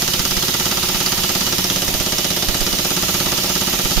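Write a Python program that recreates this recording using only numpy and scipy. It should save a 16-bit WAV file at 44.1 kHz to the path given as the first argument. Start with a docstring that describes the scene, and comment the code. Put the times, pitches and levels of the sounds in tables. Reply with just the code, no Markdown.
"""A small workshop, a stereo microphone pair close to an upturned scooter. From the start a pneumatic
hammer's exhaust hisses over a low rumble. At once the chisel drives against the steel frame, about 17
blows a second: each cracks, rings the steel, shakes casing and panels a moment later, and ends in a puff
on the return stroke. From 0.14 s some blows land square and clank; from 0.2 s stray air now and then
buffets the microphone. Between 2.2 and 2.9 s the tool labours and limps slightly, then hammers on."""
import sys
import numpy as np
from scipy import signal
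from scipy.fft import rfft, irfft
from scipy.io import wavfile
from scipy.ndimage import uniform_filter1d

SR = 44100
rng = np.random.default_rng(int(sys.argv[2]) if len(sys.argv) > 2 else 0)


def file_out(sig):
    """Save sig as 16-bit WAV at sys.argv[1]."""
    # one column per channel
    cols = np.atleast_2d(sig).T
    # limit, then scale
    lim = np.clip(cols, -1, 1)
    pcm = np.round(lim * 32767).astype(np.int16)
    wavfile.write(sys.argv[1], SR, pcm)


N = 176400
TIME = np.arange(N) / SR
HZ = np.maximum(np.arange(N // 2 + 1) * SR / N, 1)


def from_db(db):
    """Decibels to gain."""
    return 10 ** (np.asarray(db) / 20)


def at_hz(table, hz=HZ, column=1):
    """One column of a table, read on a log-frequency axis."""
    rows = np.array(table)
    return np.interp(np.log(hz), np.log(rows[:, 0]), rows[:, column])


def at_time(table, s=TIME, column=1):
    """One column of a table, read in time."""
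    rows = np.array(table)
    return np.interp(s, rows[:, 0], rows[:, column])


def bump(s, width):
    """A bell curve of height 1."""
    return np.exp(-.5 * (s / width) ** 2)


def pan(db):
    """Left and right gains of constant power; positive is to the left."""
    gains = from_db(np.array([np.atleast_1d(db), -np.atleast_1d(db)]) / 2)
    return gains / np.sqrt(np.mean(gains ** 2, axis=0))


def clicks(times, gains):
    """One click at each time."""
    out = np.zeros(N)
    np.add.at(out, np.clip((times * SR).astype(int), 0, N - 1), gains)
    return out


def convolve(train, response):
    """Every click sets off the response."""
    return signal.fftconvolve(np.atleast_2d(train), np.atleast_2d(response), axes=1)[:, :N]


# balance of noise across the microphone pair: f/Hz, left-right/dB
MIC_BALANCE = [(60, -4), (170, -0.5), (700, -5.5), (1300, -2), (3000, -2.5), (6800, -4), (8400, 2.5),
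               (9500, -8), (11000, -6), (12600, -15.5), (13500, -17), (15000, -16)]
# likeness of the two channels: f/Hz, correlation
MIC_LIKENESS = [(60, 0.9), (200, 0.98), (600, 0.27), (1400, 0.27), (2800, 0), (15000, 0)]


def colour(white, gain):
    """Two unrelated noises become one stereo sound at the microphones, with this gain per Hz."""
    mid, side = rfft(white)
    alike = np.clip(at_hz(MIC_LIKENESS), -1, 1)
    pair = np.sqrt((1 + alike) / 2) * mid + np.sqrt((1 - alike) / 2) * side * np.array([[1], [-1]])
    return irfft(pair * gain * pan(at_hz(MIC_BALANCE)) * np.sqrt(SR / 2), N)


# room tone of the workshop: f/Hz, level/dB per Hz
ROOM_TONE = [(15, -45), (32, -68), (50, -55.5), (100, -60), (185, -57.5), (300, -62.5), (600, -71.5),
             (2000, -108)]


def room_tone():
    """The workshop's steady low rumble."""
    return colour(rng.standard_normal((2, N)), from_db(at_hz(ROOM_TONE)))


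# steady exhaust air: f/Hz, level/dB per Hz
HISS_SPECTRUM = [(500, -63.5), (900, -64.5), (1600, -69), (2300, -63), (2950, -59), (4200, -60.5),
                 (5000, -59.5), (6800, -59), (9500, -65), (10300, -67), (12000, -66), (13000, -62.5),
                 (14200, -63.5), (15200, -68.5)]
# burst of air on the return stroke: f/Hz, level/dB per Hz
PUFF_SPECTRUM = [(500, -73), (1500, -73), (3000, -63.5), (5500, -62), (9000, -75.5), (13500, -61.5),
                 (15000, -66)]
# drift of hiss and puffs together: t/s, level/dB
EXHAUST_LEVEL = [(0, 0.5), (.8, 1), (1.6, 0.5), (2.4, -0.35), (3.1, 1.16), (4, 0.8)]


def exhaust(blows, sag_db=-1.8, sag_lag_s=.03, sag_width_s=.019, puff_lag_s=.0225, puff_rise_s=.005):
    """The air's hiss sags after each blow and puffs as the valve turns over."""
    age = TIME[:SR // 10]
    strokes = clicks(blows, np.ones(len(blows)))
    sag = from_db(convolve(strokes, sag_db * bump(age - sag_lag_s, sag_width_s)))
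    opened = np.maximum(age - puff_lag_s, 0) / puff_rise_s
    burst = convolve(strokes, opened * np.exp(1 - opened))
    hiss = colour(sag * rng.standard_normal((2, N)), from_db(at_hz(HISS_SPECTRUM)))
    puffs = colour(burst * rng.standard_normal((2, N)), from_db(at_hz(PUFF_SPECTRUM)))
    air = from_db(at_time(EXHAUST_LEVEL)) * (hiss + puffs)
    return flicker(reflect(air))


def reflect(air, count=14, total_db=-9, latest_s=.008):
    """Nearby surfaces return a few early echoes, different ones to each microphone."""
    lags = rng.uniform(.001, latest_s, (2, count))
    echoes = np.array([clicks(side, rng.choice([-1, 1], count)) for side in lags])
    echoes *= from_db(total_db) / np.sqrt(count)
    return air + convolve(air, echoes[:, :SR // 10])


def flicker(air, depth_db=1.5, rate_hz=7, width_hz=300):
    """Narrow bands of the hiss swell and fade at random, so its colour keeps shifting."""
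    framing = dict(nperseg=SR // 86, noverlap=SR // 115)
    hz, s, frames = signal.stft(air, SR, **framing)
    patches = uniform_filter1d(rng.standard_normal(frames.shape[1:]), round(width_hz / hz[1]), axis=0)
    patches = uniform_filter1d(patches, round(.5 / rate_hz / s[1]), axis=1)
    gain = from_db(depth_db * patches / patches.std())
    return signal.istft(frames * gain, SR, **framing)[1][:, :N]


# speed of the piston: t/s, blow rate/Hz
PISTON_RATE = [(0, 17.341), (0.5, 17.293), (1, 17.245), (1.45, 17.332), (1.75, 16.759), (2.05, 16.405),
               (2.35, 16.616), (2.7, 16.536), (3, 16.949), (3.3, 17.079), (3.65, 16.959), (4, 16.658)]


def piston_blows(first_cycle=.34, labour_s=(2.2, 2.93), limp_s=.0007, jitter_s=.00015):
    """The time of one blow per piston cycle; while the tool labours they come late and early by turns."""
    cycles = np.cumsum(at_time(PISTON_RATE)) / SR - first_cycle
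    number = np.arange(int(cycles[-1]) + 1)
    blows = np.interp(number, cycles, TIME)
    labouring = (blows > labour_s[0]) & (blows < labour_s[1])
    limp = limp_s * (-1) ** number * labouring
    return blows + limp + jitter_s * rng.standard_normal(len(blows))


def struck(modes, blows, force, spread_db=.8, detune=.004, scatter_s=0):
    """Each blow rings every mode at a slightly different strength and pitch; loose parts lag unevenly."""
    out, age = np.zeros((2, N + SR)), TIME[:SR // 7]
    for k, (hz, db, t60, pan_db) in enumerate(modes):
        decay = (-1) ** k * pan(pan_db) * from_db(db - 60 * age / t60)  # modes alternate in polarity
        for at, gain, (louder, sharper, later) in zip(blows, force, rng.standard_normal((len(blows), 3))):
            start = int((at + scatter_s * abs(later)) * SR)
            tone = np.sin(2 * np.pi * hz * (1 + detune * sharper) * age)
            out[:, start:start + len(age)] += gain * from_db(spread_db * louder) * decay * tone
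    return out[:, :N]


def clatter(blows, force, envelope, spectrum, alike):
    """Countless close modes under one envelope: a share is alike in every blow, the rest is new."""
    gain = from_db(at_hz(spectrum))
    same = convolve(clicks(blows, force), envelope * rng.standard_normal((2, len(envelope))))
    power = np.abs(convolve(clicks(blows, force ** 2), envelope ** 2))
    fresh = np.sqrt(power) * rng.standard_normal((2, N))
    return colour(same, gain * np.sqrt(alike)) + colour(fresh, gain * np.sqrt(1 - alike))


# crack of the contact: f/Hz, level/dB per Hz
CRACK_SPECTRUM = [(200, -54.5), (900, -66), (1500, -59), (2300, -61.5), (3400, -58.5), (5400, -55),
                  (6900, -57.5), (9500, -63), (15000, -66.5)]


def crack(blows, force, rise_s=.0012, t60_s=.036):
    """The chisel meets the frame with a short, bright burst."""
    age = TIME[:SR // 4]
    envelope = np.minimum(age / rise_s, 1) * from_db(-60 * np.maximum(age - rise_s, 0) / t60_s)
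    return clatter(blows, force, envelope, CRACK_SPECTRUM, alike=.58)


# modes of the struck steel: f/Hz, level/dB, t60/s, left-right/dB
STEEL_MODES = [(1340, -24, 0.036, 7), (1965, -29, 0.06, -12), (2700, -29.5, 0.064, 0), (2933, -28, 0.2, -7),
               (3220, -25.5, 0.083, -10), (3767, -29, 0.1, -16), (3880, -28.5, 0.15, -1),
               (4845, -25.5, 0.085, 4), (5100, -28.5, 0.086, -3), (5520, -24.5, 0.06, -5)]
# dense ring of frame and workshop: f/Hz, level/dB per Hz, share alike in every blow
RING_SPECTRUM = [(70, -66, 0.33), (200, -57, 0.6), (433, -59, 1), (776, -54.5, 0.65), (1040, -85, 1),
                 (1320, -56.5, 0.68), (2220, -57, 0.2), (3100, -56.5, 0.4), (5700, -55, 0.24),
                 (7000, -60.5, 0.35), (14000, -72.5, .1)]


def steel(blows, mode_force, ring_force, lag_s=.003, rise_s=.0026, t60_s=.12):
    """The steel's own modes sound at once; a dense ring of frame and room swells just behind."""
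    modes = struck(STEEL_MODES, blows, mode_force, spread_db=1.6)
    age = np.maximum(TIME[:SR // 4] - lag_s, 0)
    envelope = (1 - np.exp(-age / rise_s)) * from_db(-60 * age / t60_s)
    alike = at_hz(RING_SPECTRUM, column=2)
    return modes + clatter(blows, ring_force, envelope, RING_SPECTRUM, alike)


# modes of engine casing, body panels, hollow seat tub, frame tubes and loose fittings:
# f/Hz, level/dB, t60/s, left-right/dB
CASING_MODES = [(1194, -27.5, 0.088, 4), (1329, -27, 0.11, -6), (1364, -34.5, 0.13, 0),
                (1498, -29, 0.043, -2)]
PANEL_MODES = [(122, -25, 0.055, -1), (186, -26, .19, 1.5), (245, -27, 0.03, 5)]
SEAT_TUB_MODES = [(359, -25, .17, 0)]
TUBE_MODES = [(289, -31, 0.2, -2), (425, -29, 0.085, -3), (488, -34, 0.097, -4), (570.6, -32.5, 0.17, -14),
              (626.7, -31.5, 0.15, 0), (690, -31, 0.069, -4), (758, -28.5, 0.083, -6)]
FITTING_MODES = [(787, -21, 0.029, -2), (827, -21, 0.039, 4), (908, -24, 0.055, -28)]


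def bodywork(blows, casing_force, panel_force, tube_force):
    """The shock spreads through the scooter: its parts ring 2.5 to 7.5 ms after the blow."""
    casing = struck(CASING_MODES, blows + .0045, casing_force)
    panels = struck(PANEL_MODES, blows + .004, panel_force)
    seat_tub = struck(SEAT_TUB_MODES, blows + .0025, np.ones(len(blows)))
    tubes = struck(TUBE_MODES, blows + .004, tube_force, scatter_s=.0002)
    fittings = struck(FITTING_MODES, blows + .0075, casing_force)
    return casing + panels + seat_tub + tubes + fittings


def thumps(blows, force, jolt_lag_s=.0066, jolt_width_s=.00084, knock_lag_s=.027, knock_width_s=.0012):
    """The scooter jolts to and fro, then the piston knocks softly on its way back."""
    age = TIME[:SR // 10]
    jolt = from_db(-16) * (age - jolt_lag_s) / jolt_width_s * bump(age - jolt_lag_s, jolt_width_s)
    knock = from_db(-33) * bump(age - knock_lag_s, knock_width_s)
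    return convolve(clicks(blows, force), jolt - knock)


# blows that land square: t/s, f/Hz, level/dB
SQUARE_BLOWS = [(.135, 2970, -15.5), (.424, 3300, -18), (1.06, 4800, -18), (1.234, 3330, -19),
                (1.525, 5650, -19), (1.583, 5520, -21), (1.641, 5550, -19), (1.7, 3330, -15.5),
                (1.82, 2940, -17), (1.88, 3040, -30), (2.122, 3300, -30), (2.182, 5560, -16),
                (2.244, 5570, -16), (2.304, 3680, -21), (2.364, 2950, -24), (2.424, 3640, -19)]
# mode cluster of the chisel: multiple of the blow's f, level/dB, t60/s, left-right/dB
CHISEL_MODES = [(.97, -6, .025, -3), (1, -3.5, .032, -3), (1.04, -6, .025, -3), (1.12, -9, .02, -3)]


def clanks(gap_s=.0025, chatter_db=(0, -2, -5, -9)):
    """A blow that lands square makes the chisel chatter briefly and rings one cluster of its modes."""
    out = np.zeros((2, N))
    for at, hz, db in SQUARE_BLOWS:
        modes = [(hz * ratio, level_db, t60, pan_db) for ratio, level_db, t60, pan_db in CHISEL_MODES]
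        touches = at + gap_s * np.arange(len(chatter_db))
        out += struck(modes, touches, from_db(db + np.array(chatter_db)), scatter_s=gap_s / 2)
    return out


# stray air right at the microphone: t/s, level/dB, width/s
AIR_SLUGS = [(.197, -15, .0024), (.316, -21, 0.0034), (0.373, -13, 0.0022), (0.953, -17, 0.0041),
             (1.882, -21, 0.0031), (1.944, -16, .0034), (2.004, -17, 0.0024), (2.487, -10.5, 0.0038),
             (2.612, -10, 0.006), (2.732, -16, .004), (3.265, -18, .003), (3.849, -12, 0.0029),
             (3.973, -5, 0.0049)]


def buffets(leak_hz=6, pan_db=-26):
    """Each slug of air pushes on the right microphone's port and leaks away: one solid thud."""
    push = sum(from_db(db) * bump(TIME - at, width) for at, db, width in AIR_SLUGS)
    leak = signal.butter(1, leak_hz, "high", fs=SR, output="sos")
    return -pan(pan_db) * signal.sosfilt(leak, push)


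# the chisel's shifting bite: t/s, then level/dB added to crack, steel modes, dense ring,
# casing and fittings, panels and thumps, frame tubes
CHISEL_BITE = [(0, 5.5, -0.5, -1, -3.5, 0, -14), (.8, 2.5, 0, -0.5, 1, -2, -9),
               (1.5, 3.5, -1.5, -0.5, -0.5, -1, -4.5), (1.9, 4, -2.5, -2.5, -6, -0.5, 3),
               (2.3, 3.5, -1.5, -0.5, -3.5, 0, 0.5), (2.7, 3.5, -1.5, -1.5, -2, -0.5, 0.5),
               (3.1, 2, -4, -0.5, 0.5, 0, -0.5), (4, 2, -3, -1, 0, 0.5, -1.5)]


def scene(force_spread_db=.35):
    """Hammering, exhaust, stray air and room tone as they reach the microphones."""
    blows = piston_blows()
    bite_db = np.array([at_time(CHISEL_BITE, blows, column) for column in range(1, 7)])
    forces = from_db(bite_db + force_spread_db * rng.standard_normal(len(blows)))
    crack_force, mode_force, ring_force, casing_force, panel_force, tube_force = forces
    metal = crack(blows, crack_force) + steel(blows, mode_force, ring_force)
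    body = bodywork(blows, casing_force, panel_force, tube_force) + thumps(blows, panel_force)
    return metal + body + clanks() + exhaust(blows) + buffets() + room_tone()


# notches of the microphone port: f/Hz, width/Hz, level/dB
PORT_NOTCHES = [(7870, 510, -6), (8150, 400, -5.5), (11020, 220, -3.5)]


def record(dry, low_cut_hz=18, top_hz=15500):
    """The microphone notches the treble and loses the deepest bass; the top is cut steeply."""
    notches_db = sum(db * bump(HZ - hz, width) for hz, width, db in PORT_NOTCHES)
    heard = irfft(rfft(dry) * from_db(notches_db), N)
    heard = signal.sosfilt(signal.butter(2, low_cut_hz, "high", fs=SR, output="sos"), heard)
    return irfft(rfft(heard) / np.sqrt(1 + (HZ / top_hz) ** 300), N)


dry = scene()
out = record(dry)
file_out(out)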